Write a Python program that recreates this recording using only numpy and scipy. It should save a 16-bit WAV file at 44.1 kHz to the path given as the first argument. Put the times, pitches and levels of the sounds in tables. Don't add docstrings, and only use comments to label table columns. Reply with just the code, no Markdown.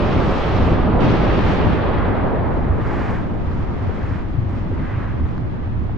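import sys
import numpy as np
from scipy.fft import rfft, irfft, next_fast_len
from scipy.io import wavfile
from scipy.ndimage import map_coordinates

SR = 44100
rng = np.random.default_rng(int(sys.argv[2]) if len(sys.argv) > 2 else 0)


def to_wav(s):
    ch = np.atleast_2d(s).T
    pcm = np.round(np.clip(ch, -1, 1) * 32767)
    wavfile.write(sys.argv[1], SR, pcm.astype(np.int16))


N = 263277
TIME_S = np.arange(N) / SR

# (time [s], level [dB])
BASS_COURSE = [(0, -24), (.12, -25), (.3, -24), (.47, -25), (.65, -22), (.75, -23), (.9, -21), (1.1, -21.5),
               (1.3, -23.5), (1.52, -23.5), (1.64, -22), (1.75, -26.5), (1.95, -25.5), (2.3, -26.5),
               (2.8, -27.5), (3.15, -31), (3.3, -29), (3.9, -33), (4.1, -30.5), (4.25, -33), (4.5, -32.5),
               (4.7, -30), (5.0, -32), (5.3, -30), (5.5, -33), (5.7, -31.5), (5.97, -32)]
# (time [s], ratio [dB])
BASS_SCATTER = [(0, -6), (.8, -9), (1.6, -5), (3.7, -3.5), (4.4, -5), (4.9, -7), (5.97, -2.5)]


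def amp(db):
    return 10 ** (np.asarray(db) / 20)


def power(db):
    return amp(2 * db)


def unit(x):
    return x / np.sqrt(np.mean(x ** 2) + 1e-20)


def curve(rows):
    s, value = np.transpose(rows)
    return np.interp(TIME_S, s, value)


def change(rows):
    level_db = curve(rows)
    return level_db - level_db[0]


def wobble(knots_per_s):
    knots = rng.standard_normal(int(N * knots_per_s / SR) + 4)
    return map_coordinates(knots, [np.arange(N) * knots_per_s / SR])


def filtered(x, response):
    m = next_fast_len(N + 8192)
    spectrum = rfft(x, m) * response(np.fft.rfftfreq(m, 1 / SR))
    return irfft(spectrum, m)[..., :N]


def sides(pan_db):
    return amp(np.multiply([[.5], [-.5]], pan_db))


def turbulence(colour, level_db, scattered_db, pan_db, lumps_db, lumps_per_s):
    hz, db = np.transpose(colour)
    lumpy = rng.standard_normal((2, N)) * amp(lumps_db * wobble(lumps_per_s))
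    bands = filtered(lumpy, lambda f: amp(np.interp(np.log(f + 1), np.log(hz + 1), db)))
    direct, scattered = unit(bands)
    scattered = scattered * amp(np.minimum(scattered_db, 0))
    return np.array([direct + scattered, direct - scattered]) * amp(level_db) * sides(pan_db)


def ground():
    # (frequency [Hz], response [dB])
    colour = [(2, -6.5), (10, -4), (30, -3), (55, -1), (90, -18.5), (200, -120)]
    level_db = -24.3 + 0.74 * change(BASS_COURSE)
    scattered_db = curve(BASS_SCATTER) - .4
    return turbulence(colour, level_db, scattered_db, pan_db=1.7, lumps_db=0.6, lumps_per_s=5.5)


def boom():
    # (frequency [Hz], response [dB])
    colour = [(20, -120), (40, -14.5), (65, -2.5), (100, 1), (125, -6), (170, -19.5), (400, -120)]
    # (time [s], level [dB])
    course = [(0, -25), (.2, -22.5), (.42, -26), (.55, -18.5), (.7, -19), (.85, -23.5), (1.05, -21.5),
              (1.15, -24), (1.25, -22), (1.45, -21.5), (1.55, -25), (1.65, -20.5), (1.8, -25), (1.95, -23),
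              (2.5, -25), (2.7, -22), (3.1, -25), (3.35, -28), (3.55, -25.5), (3.75, -27.5), (3.88, -23),
              (3.99, -30), (4.05, -28), (4.12, -23.5), (4.27, -30), (4.42, -23), (4.55, -26), (4.65, -32),
              (4.75, -26), (4.85, -29), (4.96, -25), (5.03, -29), (5.1, -24.5), (5.25, -21.5), (5.37, -28),
              (5.46, -22.5), (5.57, -30), (5.66, -25.5), (5.8, -24), (5.97, -27)]
    level_db = -25 + 1.05 * change(course)
    scattered_db = curve(BASS_SCATTER) + .4
    return turbulence(colour, level_db, scattered_db, pan_db=0, lumps_db=0.16, lumps_per_s=12)


def roll():
    # (frequency [Hz], response [dB])
    colour = [(50, -120), (110, -5.5), (160, 0.5), (250, -2), (330, -5.5), (480, -26), (1100, -120)]
    level_db = -22.5 + .95 * change(BASS_COURSE)
    scattered_db = .5 * curve(BASS_SCATTER) - 1.5
    return turbulence(colour, level_db, scattered_db, pan_db=-.7, lumps_db=1.66, lumps_per_s=18)


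def roar():
    # (frequency [Hz], response [dB])
    colour = [(110, -120), (250, -9.5), (350, -1), (600, -4), (900, -10.5), (1300, -24), (3000, -120)]
    # (time [s], level [dB])
    course = [(0, -23.5), (.5, -25), (1.1, -22.5), (1.46, -24), (1.7, -25), (2.0, -25.5), (2.28, -25),
              (2.38, -27), (2.5, -26.5), (2.62, -29), (2.75, -29.5), (3.15, -31), (3.4, -34.5), (3.65, -36),
              (3.9, -34), (4.1, -35), (4.3, -38.5), (4.7, -37.5), (4.97, -38), (5.5, -39), (5.97, -42)]
    level_db = -23 + 1.12 * change(course)
    scattered_db = -7 + 1.25 * TIME_S + .4
    return turbulence(colour, level_db, scattered_db, pan_db=-1, lumps_db=0.97, lumps_per_s=33)


def blast():
    # (time [s], left minus right [dB])
    bass_lean = [(0, -1), (1.3, -2.5), (2.3, 0), (3.6, 2), (4.6, .2), (5.97, -2.5)]
    return (ground() + boom()) * sides(curve(bass_lean)) + roll() + roar()


def burst_power(burst_db, release_share):
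    # (start [s], attack [s], hold [s], relative strength [dB], release before the layer's share [dB/s])
    bursts = [(-.1, .012, 0.7, -.2, 36), (1.001, .007, 0.15, 1.2, 32), (1.151, 0.41, 0.36, 0.7, 34)]
    total = 0
    for start_s, attack_s, hold_s, db, fall_db_per_s in bursts:
        attack = np.clip((TIME_S - start_s) / attack_s, 0, 1)
        released_s = np.maximum(TIME_S - start_s - hold_s, 0)
        total = total + attack * power(burst_db + db - release_share * fall_db_per_s * released_s)
    return total


def surge_power(surge_db, bright_share):
    # (peak [s], rise [s], fall [s], relative strength [dB], brightness before the layer's share [dB])
    surges = [(.05, .1, .1, -6, -8), (.3, .16, .2, -7, 8.5), (.69, .08, .05, -8, 8), (1.52, .1, .08, -5, 7),
              (1.76, .09, .06, -8, 3), (2.05, .2, .18, -5, -12), (2.6, .14, .1, -17, 6.5),
              (3.04, .23, 0.175, 1.5, -.7), (3.54, .07, .1, -15, 6.5), (4.12, 0.31, 0.12, -5.8, -.3),
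              (4.56, .08, .08, -11, 3), (4.97, 0.22, .2, -5.5, -7), (5.28, .08, .1, -13, 0)]
    edge_db, flatness = 8.5, 2.9
    total = 0
    for peak_s, rise_s, fall_s, db, bright_db in surges:
        distance = np.maximum((peak_s - TIME_S) / rise_s, (TIME_S - peak_s) / fall_s)
        total = total + power(surge_db + db + bright_share * bright_db - edge_db * distance ** flatness)
    return total


def flow(rule, wide_db):
    # (time [s], level [dB])
    aftermath = [(0, 0), (1.1, 1), (1.7, -1.5), (2.0, -.5), (2.25, -.5), (2.37, -3.5), (2.48, -3),
                 (2.6, -5.5), (2.8, -6.5), (3.15, -9), (3.33, -13), (3.5, -11), (3.9, -11), (4.25, -15),
                 (4.45, -15), (4.7, -13.5), (5.2, -15.5), (5.45, -17.5), (5.7, -17.5), (5.97, -19.5)]
    built_s = 3.43
    burst_db, release_share, after_db, fade_share, build_db_per_s, surge_db, bright_share = rule
    missing_db = build_db_per_s * np.maximum(built_s - TIME_S, 0)
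    after = power(after_db + fade_share * change(aftermath) - missing_db)
    wide = after + burst_power(burst_db, release_share)
    straight = surge_power(surge_db, bright_share)
    echo_db = np.minimum(-6.5 + 1.2 * TIME_S + wide_db, 0)
    scattered = wide * power(echo_db) + straight * power(-11 + wide_db)
    total = wide + straight
    return 10 * np.log10(total), 10 * np.log10(scattered / total)


def jet():
    # (frequency [Hz], response [dB])
    rush_colour = [(300, -120), (700, -4), (950, -1), (1250, -2.5), (1600, -11.5), (2300, -28.5),
                   (6000, -120)]
    whoosh_colour = [(500, -120), (1150, -8.5), (1600, -0.5), (2000, -3.5), (2400, -10.5), (3200, -23.5),
                     (8000, -120)]
    hiss_colour = [(900, -120), (1900, -3.5), (2500, -0.5), (3400, -4.5), (4500, -14.5), (6000, -34),
                   (12000, -120)]
    fizz_colour = [(2000, -120), (3800, -2.5), (4700, -3), (5600, -5), (6500, -14.5), (8000, -34.5),
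                   (15000, -120)]
    air_colour = [(3000, -120), (5600, -8), (6700, -3), (7600, -6.5), (8400, -13), (9300, -27),
                  (14000, -120)]
    sheen_colour = [(5000, -120), (8000, -4), (9000, 0), (10000, -5), (12500, -15), (15000, -24)]
    # (burst [dB], share of release, aftermath before build-up loss [dB], share of fade,
    # build-up [dB/s], surge [dB], share of brightness)
    rush_rule = (-36.5, 0.3, -31, 0.87, -0.2, -36, -0.2)
    whoosh_rule = (-37.5, 0.28, -42.5, 0.53, 2, -37.5, -0.2)
    hiss_rule = (-38.1, 0.54, -49.5, 0.46, 6, -50.5, 0)
    fizz_rule = (-51.6, 1.15, -58.5, .7, 13, -59.5, 1)
    air_rule = (-68.3, .95, -69, 0.7, 10, -67, 1.05)
    sheen_rule = (-80, .9, -81.5, 0.7, 10, -84, 1)
    # (colour, rule, extra scatter [dB], share of flicker, pan [dB], lumps [dB], lump rate [1/s])
    layers = [
        (rush_colour, rush_rule, -.4, .6, -.6, .4, 40),
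        (whoosh_colour, whoosh_rule, -.2, .72, -.8, .55, 40),
        (hiss_colour, hiss_rule, 1.5, 1.05, -.9, .74, 50),
        (fizz_colour, fizz_rule, 2.2, 1.2, -1.1, .9, 70),
        (air_colour, air_rule, 2.8, 1.3, -1.3, 1.2, 90),
        (sheen_colour, sheen_rule, 3, 1.3, .6, 1.2, 90)]
    flicker_db = 0.29 * wobble(30)
    out = 0
    for colour, rule, wide_db, flicker_share, pan_db, lumps_db, lumps_per_s in layers:
        level_db, scattered_db = flow(rule, wide_db)
        level_db = level_db + flicker_share * flicker_db
        out = out + turbulence(colour, level_db, scattered_db, pan_db, lumps_db, lumps_per_s)
    return out


def blob(t, hz, cycles):
    u = t * hz / cycles
    envelope = (u * np.exp(1 - u)) ** 2
    return envelope * np.sin(2 * np.pi * hz * t + rng.uniform(0, 2 * np.pi))


def add_hit(out, start_s, hit):
    start = round(start_s * SR)
    out[:, start:start + hit.shape[1]] += hit


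def stones():
    # (start [s], level before trim [dB], pitch [Hz], clack [dB], tick [dB], left minus right [dB])
    knocks = [(0.321, -11, 516, -12, -24.5, 2), (0.706, -20, 500, -8, -14, 0),
              (0.875, -13.5, 630, -18, -33.5, 4), (1.983, -17, 513, -12, -17, 0),
              (2.152, -12, 610, -12.5, -32, -1), (2.168, -26, 600, -8, -13, -2),
              (2.275, -14, 680, -20, -40, 0), (3.892, -17, 400, -18, -36, 0), (4.339, -30, 500, -8, -20, 0),
              (4.643, -26, 649, -18, -30, -1), (4.715, -19.5, 480, -16, -38, 5),
              (4.724, -19, 340, -22, -40, 3), (4.735, -21, 300, -22, -40, 3),
              (5.198, -25, 1080, -10, -36, 2), (5.378, -29, 900, 3, -10, -3),
              (5.674, -26, 695, -18, -32, -3), (5.895, -25.5, 740, -20, -40, -15)]
    out, t = np.zeros((2, N + SR)), np.arange(SR // 4) / SR
    late = np.maximum(t - .0016, 0)
    for s, db, hz, clack_db, tick_db, pan_db in knocks:
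        knock = blob(t, hz, cycles=1.2)
        clack = amp(clack_db) * blob(late, 1400, cycles=1.3)
        tick = amp(tick_db) * blob(late, 4100, cycles=1.2)
        add_hit(out, s, amp(db - 2) * sides(pan_db) * (knock + clack + tick))
    return out[:, :N]


def blocks():
    # (start [s], level before trim [dB], pitch [Hz], left minus right [dB])
    thuds = [(0.54, -4.5, 96, -7), (0.648, -6.5, 72.5, 0), (1.221, -10.5, 63.3, -6),
             (1.66, -4.5, 97.5, 9.5), (1.975, -9.5, 78.1, -4), (2.388, -11, 88.8, 0.5),
             (2.691, -8, 77.6, -8), (2.928, -11, 95, -9), (3.472, -12, 80, 0), (3.869, -5.5, 93.6, 7.5),
             (4.089, -17, 82, -0.5), (4.376, -6.5, 105.7, 10), (4.705, -18.5, 83, -1),
             (4.968, -7.5, 107.7, 0), (5.05, -13, 83, -2), (5.188, -9, 80.7, -5.0), (5.23, -11, 75, -4),
             (5.419, -13, 106, -9), (5.748, -11, 78.4, -3)]
    out, t = np.zeros((2, N + SR)), np.arange(SR // 4) / SR
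    for s, db, hz, pan_db in thuds:
        add_hit(out, s, amp(db - 6.5) * sides(pan_db) * blob(t, hz, cycles=1.27))
    return out[:, :N]


def scene():
    return blast() + jet() + stones() + blocks()


def record(dry):
    top_hz, bias = 15000, .0101
    return filtered(dry, lambda hz: hz < top_hz) + bias


dry = scene()
out = record(dry)
to_wav(out)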